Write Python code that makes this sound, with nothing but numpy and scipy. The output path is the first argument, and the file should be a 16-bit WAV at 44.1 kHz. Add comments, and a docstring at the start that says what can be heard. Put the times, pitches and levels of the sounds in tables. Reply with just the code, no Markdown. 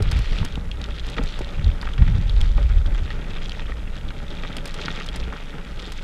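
"""A wheelchair rolls along a fine gravel path across an open field, miked close from a camera riding on it.
Pressed stones grind under the tyres as dense random contacts coloured by the wheels; single ones snap or crack.
Flung grit ticks on the chair as short bright bursts, and bumps knock the resonant modes of its frame.
Filtered noise makes the chair's low rumble and drone, the gusts on the microphone and a faint even hiss."""
import sys
import numpy as np
from scipy import signal
from scipy.fft import rfft, irfft
from scipy.io import wavfile
from scipy.ndimage import uniform_filter1d

SR = 44100
rng = np.random.default_rng(int(sys.argv[2]) if len(sys.argv) > 2 else 0)


def dump_mix(stems):
    """Bounce the given channels to the path in sys.argv[1] as a 16-bit WAV at rate SR."""
    frames = np.atleast_2d(stems).T  # one column per channel
    limited = np.clip(frames, -1, 1)  # hard clip at full scale
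    pcm = np.round(limited * 32767).astype(np.int16)
    wavfile.write(sys.argv[1], SR, pcm)


N = 265923
TIME = np.arange(N) / SR
TOP_HZ = 15300  # upper limit of the camera's treble

# how hard the tyres grind the path: [t/s, level/dB]
GRIND_LEVEL = [(0, -39), (.44, -39), (.62, -47.5), (.78, -45.5), (1.1, -42.5), (1.4, -42.5), (2.02, -42.5),
               (2.16, -43.5), (2.8, -46.5), (2.97, -42.5), (3.6, -41.5), (3.79, -46), (4.5, -42.5),
               (4.9, -37.5), (5.08, -41.5), (5.35, -42.5), (5.66, -44.5), (5.85, -43.5)]
# modes of the frame: [f/Hz, width/Hz, level/dB]
FRAME_MODES = [(167.8, 53, 11), (252, 120, 0), (428, 103, -2), (564, 10.2, 5.5), (792, 86, -4.5),
               (1294, 620, -3), (1968, 16, 1.5)]
# spectrum of a bright tick or click: [f/Hz, level/dB per Hz]
TICK_SPECTRUM = [(500, 21.5), (2000, 17), (4000, 17.5), (5200, 13.5), (7000, 12), (9500, 10), (13000, -1),
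                 (15500, -7)]


def undb(db):
    """Decibels to gain."""
    return 10 ** (np.asarray(db) / 20)


def unit(x):
    """Scale to rms 1."""
    return x / np.sqrt(np.mean(x ** 2))


def gain_curve(table):
    """A curve of times and levels as a gain per sample."""
    s, db = np.transpose(table)
    return undb(np.interp(TIME, s, db))


def walk(rate):
    """Smooth random wandering with spread 1, from `rate` new values per second."""
    hold = max(int(SR / rate), 2)
    steps = rng.standard_normal(N)[np.arange(N) // hold]
    return unit(uniform_filter1d(steps, hold))


def swell(start, length, attack_s, release_s):
    """Envelope that rises up to its start, holds for its length and dies away."""
    early = np.maximum(start - TIME, 0)
    late = np.maximum(TIME - start - length, 0)
    return np.exp(-(early / attack_s) ** 2 - late / release_s)


def colour(x, points, size=8192):
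    """Causal (minimum-phase) filter with a spectrum of frequency and dB points."""
    hz, db = np.transpose(points)
    bins_hz = np.arange(size // 2 + 1) * SR / size
    gain_db = np.interp(np.log(bins_hz + 1), np.log(hz), db)
    # folding the cepstrum onto positive time makes the filter causal
    cepstrum = irfft(np.log(undb(gain_db)))
    cepstrum[1:size // 2] *= 2
    cepstrum[size // 2 + 1:] = 0
    response = irfft(np.exp(rfft(cepstrum)))
    return signal.fftconvolve(x, response)[:len(x)]


def lowpass(x, order, hz):
    """Roll off the treble above hz."""
    return signal.sosfilt(signal.butter(order, hz, fs=SR, output="sos"), x)


def resonate(x, hz, width):
    """One resonance, gain 1 at its centre."""
    hz = min(hz, TOP_HZ)
    b, a = signal.iirpeak(hz, hz / min(width, TOP_HZ), fs=SR)
    return signal.lfilter(b, a, x)


def ring(x, modes):
    """A body with several resonances, summed."""
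    return sum(undb(db) * resonate(x, hz, width) for hz, width, db in modes)


def add(track, s, db, sound):
    """Put a sound into the track at its time; db is the peak of its envelope."""
    start = max(int(s * SR), 0)
    part = sound[:N - start]
    peak = np.sqrt(2 * uniform_filter1d(sound ** 2, size=64, mode="constant").max())
    track[start:start + len(part)] += undb(db) * part / peak


def scrape(decay_s, size=4096):
    """One contact: a burst of tiny slips that dies away."""
    return rng.standard_normal(size) * np.exp(-np.arange(size) / SR / decay_s)


def stone(hz, q, decay_s):
    """A sharp contact and its short scrape, coloured by the size of the stone."""
    contact = unit(scrape(decay_s))
    contact[0] += 0.61 * np.sqrt(len(contact))
    # the stone rings in a broad band, and its finite contact time dulls what lies far above
    band = resonate(resonate(contact, hz, hz / q), hz, hz / q)
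    return lowpass(band, 2, min(2.05 * hz, TOP_HZ))


def grains(rate, spread_db, lo_hz, hi_hz, q, decay_s, cap, count=20):
    """Random contacts, `rate` per second, of stones of many sizes; most are faint, a few are strong."""
    out = np.zeros(N)
    for hz in np.geomspace(lo_hz, hi_hz, count):
        chance = rng.random(N) * count * SR / rate
        hit = chance < 1
        strength_db = spread_db * np.minimum(-np.log(chance[hit]), cap)
        pulses = np.zeros(N)
        pulses[hit] = undb(strength_db)
        grain = unit(stone(hz, q, decay_s))[:SR // 50]
        out += signal.oaconvolve(pulses, grain)[:N]
    return out


def through_wheels(x):
    """Sound from the tyre contact, with the ring of the wheels added."""
    # resonances that colour the gravel: [f/Hz, width/Hz, level/dB]
    wheel_modes = [(897, 105, 4), (1250, 207, 0.5), (1875, 48, 1.5), (3284, 92, 3), (3600, 140, -2),
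                   (4870, 150, -10)]
    return x + ring(x, wheel_modes)


def hiss():
    """A faint even hiss: steady noise of a fixed spectrum."""
    # [f/Hz, level/dB per Hz]
    hiss_spectrum = [(100, -1.5), (1000, -0.5), (3500, -10.5), (5500, -3), (7200, -4), (10000, -8),
                     (13000, -14), (15500, -21)]
    return undb(-60.5) * unit(colour(rng.standard_normal(N), hiss_spectrum))


def wind():
    """Large eddies throb on the microphone; smaller ones flutter as a gust hits."""
    # gusts: [t/s, length/s, large eddies level/dB, small eddies level/dB]
    gusts = [(0, 0.023, -24, -22), (0.071, 0.024, -22, -27.5), (0.153, 0.045, -14.5, -22.5),
             (0.318, 0.028, -21, -33.5), (.405, 0.012, -23.5, -19.5), (1.213, 0.033, -20.5, -44),
             (1.598, 0.02, -31, -26.5), (1.659, 0.038, -13.5, -25.5), (2.007, 0.021, -13, -19),
             (2.086, 0.13, -18, -22), (2.276, 0.54, -15.5, -31.5), (2.858, 0.18, -19.5, -37)]
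    # spectrum of the large eddies: [f/Hz, level/dB per Hz]
    large_spectrum = [(10, -12), (22, -4), (36, 8.5), (55, -1), (80, -4.5), (120, -27.5), (250, -40.5),
                      (1000, -53), (8000, -125)]
    # spectrum of the small eddies: [f/Hz, level/dB per Hz]
    small_spectrum = [(20, -13), (55, -12.5), (85, 3), (125, -2.5), (180, -10), (300, -27.5), (700, -44.5),
                      (3000, -61), (12000, -115)]
    large = small = out = 0
    for s, length, large_db, small_db in gusts:
        gust = swell(s, length, attack_s=0.024, release_s=0.019)
        large = large + undb(large_db) * gust
        small = small + undb(small_db) * gust
    for gain, spectrum in ((large, large_spectrum), (small, small_spectrum)):
        eddies = colour(rng.standard_normal(N), spectrum)
        # even out the noise, so that the gusts set its level
        eddies /= np.sqrt(uniform_filter1d(eddies ** 2, size=SR // 12))
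        out = out + gain * eddies * undb(1.1 * walk(rate=20))
    return out


def chair_sway():
    """The rough path keeps the loaded chair bouncing on its tyres, at a few low resonances."""
    # bouncing along the path: [t/s, level/dB]
    bounce = [(0, -22.5), (.9, -27.5), (2.3, -23), (3.15, -25.5), (3.45, -25), (4.3, -28), (5.05, -30),
              (5.21, -24.5), (5.4, -32), (6.03, -29)]
    # resonances, each passed twice: [f/Hz, width of one pass/Hz, level/dB]
    sway_modes = [(22.04, 11.8, 4.5), (53.4, 7.7, 0), (78, 30.4, -13.5), (110.7, 12.6, -16.5)]
    path = rng.standard_normal(N)
    sway = unit(sum(undb(db) * resonate(resonate(path, hz, width), hz, width)
                    for hz, width, db in sway_modes))
    # steady rolling keeps feeding the bounce, so its strength stays even
    sway /= np.sqrt(uniform_filter1d(sway ** 2, size=SR // 5))
    return gain_curve(bounce) * sway


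def frame_drone():
    """Unsteady jolts excite the frame's modes, which drone more as the tyres grind harder."""
    mean_db, follow = -39.5, 0.47  # follow: dB of drone per dB of grinding
    jolts = rng.standard_normal(N) * undb(2.7 * walk(rate=45))
    drone = unit(ring(lowpass(jolts, 1, 700), FRAME_MODES))
    return undb(mean_db) * unit(gain_curve(GRIND_LEVEL) ** follow) * drone


def frame_bumps():
    """A jolt shakes the modes of the frame, and one decaying tone rings with them."""
    # bumps: [t/s, peak level/dB, tone f/Hz, tone width/Hz, decay of the push/s]
    bumps = [(.004, -19, 413, 28, 0.0058), (.575, -19, 453, 160, 0.0022), (1.173, -22.5, 480, 160, 0.01),
             (1.186, -28, 479, 18, .008), (1.191, -15.5, 256, 24.4, 0.0066), (1.212, -20, 154, 10, .008),
             (1.408, -20, 378, 37, 0.0057), (2.582, -23.5, 568, 10.5, .008), (4.879, -27, 261, 70, 0.0084),
             (5.277, -26, 443, 17, .008)]
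    # the soft tyre passes little treble to the frame: [f/Hz, level/dB]
    tyre_spectrum = [(100, -2), (450, -1.5), (900, -6.5), (5000, -35)]
    out = np.zeros(N)
    age = np.arange(SR // 3) / SR
    for s, db, hz, width, push_s in bumps:
        push = colour(scrape(decay_s=push_s, size=len(age)), tyre_spectrum)
        knock = ring(push, FRAME_MODES)
        tone = np.sin(2 * np.pi * hz * age) * np.exp(-np.pi * width * age)
        add(out, s, db, 1.75 * knock / np.abs(knock).max() + tone)
    return out


def flung_grit():
    """Grit strikes hard parts of the chair: short bright bursts with the ring of the part struck."""
    # ticks: [t/s, peak level/dB]
    ticks = [(0.0236, -28), (0.1143, -25), (.127, -36), (.189, -31.5), (0.4488, -25.5), (1.066, -36),
             (1.099, -32.5), (1.236, -31), (1.3905, -28), (1.821, -36.5), (4.567, -27), (4.6556, -28.5),
             (4.676, -33), (4.7417, -30), (5.063, -31), (5.1596, -26), (5.92, -29.5)]
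    out = np.zeros(N)
    for s, db in ticks:
        contact = scrape(decay_s=0.004)
        struck_part = resonate(contact, hz=5050, width=470)
        add(out, s, db, colour(contact + undb(1.5) * struck_part, TICK_SPECTRUM))
    return out


def snapping_stones():
    """Single stones snap out from under a tyre, each with a bright click as it lets go."""
    # snaps: [t/s, peak level/dB, click peak level/dB]
    snaps = [(0.1187, -25, -37), (.163, -27, -41), (0.386, -23.5, -49), (0.556, -24.5, -36),
             (0.7146, -25, -43), (0.8156, -29, -45), (0.841, -25.5, -46), (0.9965, -26.5, -49),
             (1.276, -31.5, -43), (1.6444, -26.5, -53), (1.814, -28.5, -43), (1.9364, -27.5, -42),
             (2.2957, -24, -39), (2.4132, -22.5, -28), (2.862, -29.5, -47), (2.947, -35, -41),
             (3.459, -27.5, -47), (3.495, -25.5, -41), (3.519, -24, -47), (4.088, -31, -48),
             (4.568, -24.5, -41), (4.584, -26.5, -43), (4.709, -34, -45), (4.8516, -29, -46),
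             (4.858, -23.5, -49), (5.088, -23.5, -38), (5.2, -31, -46), (5.795, -30.5, -46)]
    pitch_hz, pitch_scatter = 3240, 0.15  # scatter as a share of the pitch
    out = np.zeros(N)
    for s, db, click_db in snaps:
        hz = pitch_hz * np.exp(pitch_scatter * rng.standard_normal())
        add(out, s, db, through_wheels(stone(hz, q=2.06, decay_s=0.0012)))
        add(out, s, click_db, colour(scrape(decay_s=0.0013), TICK_SPECTRUM))
    return out


def cracking_stones():
    """Larger stones crack together: lower, broader bursts coloured by the wheels."""
    # cracks: [t/s, peak level/dB, f/Hz, decay/s]
    cracks = [(0.057, -31, 1820, 0.003), (.429, -27, 1350, .0017), (1.167, -28, 2490, 0.01),
              (1.1824, -17.5, 1720, 0.0052), (1.8285, -24.5, 1250, 0.0042), (1.874, -22.5, 1440, .001),
              (1.889, -28, 1480, 0.0027), (1.98, -25.5, 2070, 0.0099), (2.021, -27, 1730, 0.011),
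              (2.0782, -28.5, 1530, 0.0026), (2.579, -27, 1280, 0.011), (2.7, -31.5, 1410, 0.003),
              (2.949, -31, 1690, 0.011), (3.1043, -25, 1850, 0.0027), (3.113, -29.5, 2430, 0.0023),
              (3.5958, -24.5, 1640, 0.00071), (3.7208, -26, 1540, 0.0018), (4.106, -28.5, 2080, 0.004),
              (4.4353, -24.5, 1900, 0.0021), (4.45, -26.5, 1840, 0.0023), (4.882, -17, 1780, 0.0037),
              (5.325, -26.5, 1410, 0.0061), (5.362, -30, 1400, 0.0048)]
    out = np.zeros(N)
    for s, db, hz, decay_s in cracks:
        add(out, s, db, through_wheels(stone(hz, q=0.78, decay_s=decay_s)))
    return out


def gravel():
    """Pressed stones crunch and loose grit crackles, in clusters as the tyres meet patches."""
    # patches of loose grit under the tyres: [t/s, length/s, coarse crackle level/dB, fine spray level/dB]
    loose_grit = [(.05, 0.064, -60, -56), (0.174, 0.22, -58, -46), (.44, 0.054, -48.5, -52),
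                  (0.996, .14, -45.5, -55), (1.296, 0.1, -44.5, -51), (2.268, 0.42, -46, -57),
                  (3.406, 0.09, -49, -67), (4.295, 0.17, -47.5, -63), (4.58, 0.2, -48.5, -56),
                  (4.826, 0.15, -43, -49), (5.798, 0.39, -45.5, -53)]
    # spectrum shaping the pressed stones: [f/Hz, level/dB per Hz]
    crunch_spectrum = [(150, -12), (400, 3.5), (680, -7), (1000, -10), (1400, -4.5), (2200, -0.5),
                       (3000, -1), (4500, -14.5), (8000, -36), (15000, -67)]
    # spectrum shaping the coarse loose grit: [f/Hz, level/dB per Hz]
    crackle_spectrum = [(400, -43), (1200, -3), (2400, -7.5), (3600, -0.5), (4400, -7), (5600, -11.5),
                        (7500, -14.5), (10000, -34), (15000, -41)]
    # spectrum of the finest grit: [f/Hz, level/dB per Hz]
    spray_spectrum = [(1500, -17), (3000, 1), (4200, -0.5), (5650, -11), (6200, -16.5), (8500, -19),
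                      (14000, -40)]
    crunch_db, crackle_db, spray_db = -1.34, -6.5, -16  # ever-present, relative to the grinding level

    grind = gain_curve(GRIND_LEVEL)
    coarse = fine = 0
    for s, length, coarse_db, fine_db in loose_grit:
        crossing = swell(s, length, attack_s=0.048, release_s=0.069)
        coarse = np.maximum(coarse, undb(coarse_db) * crossing)
        fine = np.maximum(fine, undb(fine_db) * crossing)
    crackle_gain = np.hypot(undb(crackle_db) * grind, coarse)
    spray_gain = np.hypot(undb(spray_db) * grind, fine)

    # quick and slower unevenness of the path
    patches = undb(1.6 * walk(rate=90)) * undb(1.0 * walk(rate=24))
    crunch = grains(rate=1300, spread_db=4.2, lo_hz=600, hi_hz=2800, q=.8, decay_s=.0011, cap=4.2)
    crackle = grains(rate=650, spread_db=5.2, lo_hz=2200, hi_hz=6000, q=.6, decay_s=.0007, cap=3.6)
    crunch = unit(through_wheels(colour(crunch, crunch_spectrum)) * patches)
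    crackle = unit(through_wheels(colour(crackle, crackle_spectrum)) * patches)
    # the finest grit is so dense that it merges into a rush
    spray = unit(colour(rng.standard_normal(N), spray_spectrum) * patches)
    return undb(crunch_db) * grind * crunch + crackle_gain * crackle + spray_gain * spray


def scene():
    """The rolling chair and the wind over a faint even hiss, in one channel."""
    background = hiss() + wind()
    chair = chair_sway() + frame_drone() + frame_bumps()
    path = flung_grit() + snapping_stones() + cracking_stones() + gravel()
    return (background + chair + path)[None]


def record(dry):
    """The camera cuts the top of the treble with a steep low-pass."""
    return signal.sosfilt(signal.ellip(10, .2, 80, TOP_HZ, fs=SR, output="sos"), dry)


dry = scene()
out = record(dry)
dump_mix(out)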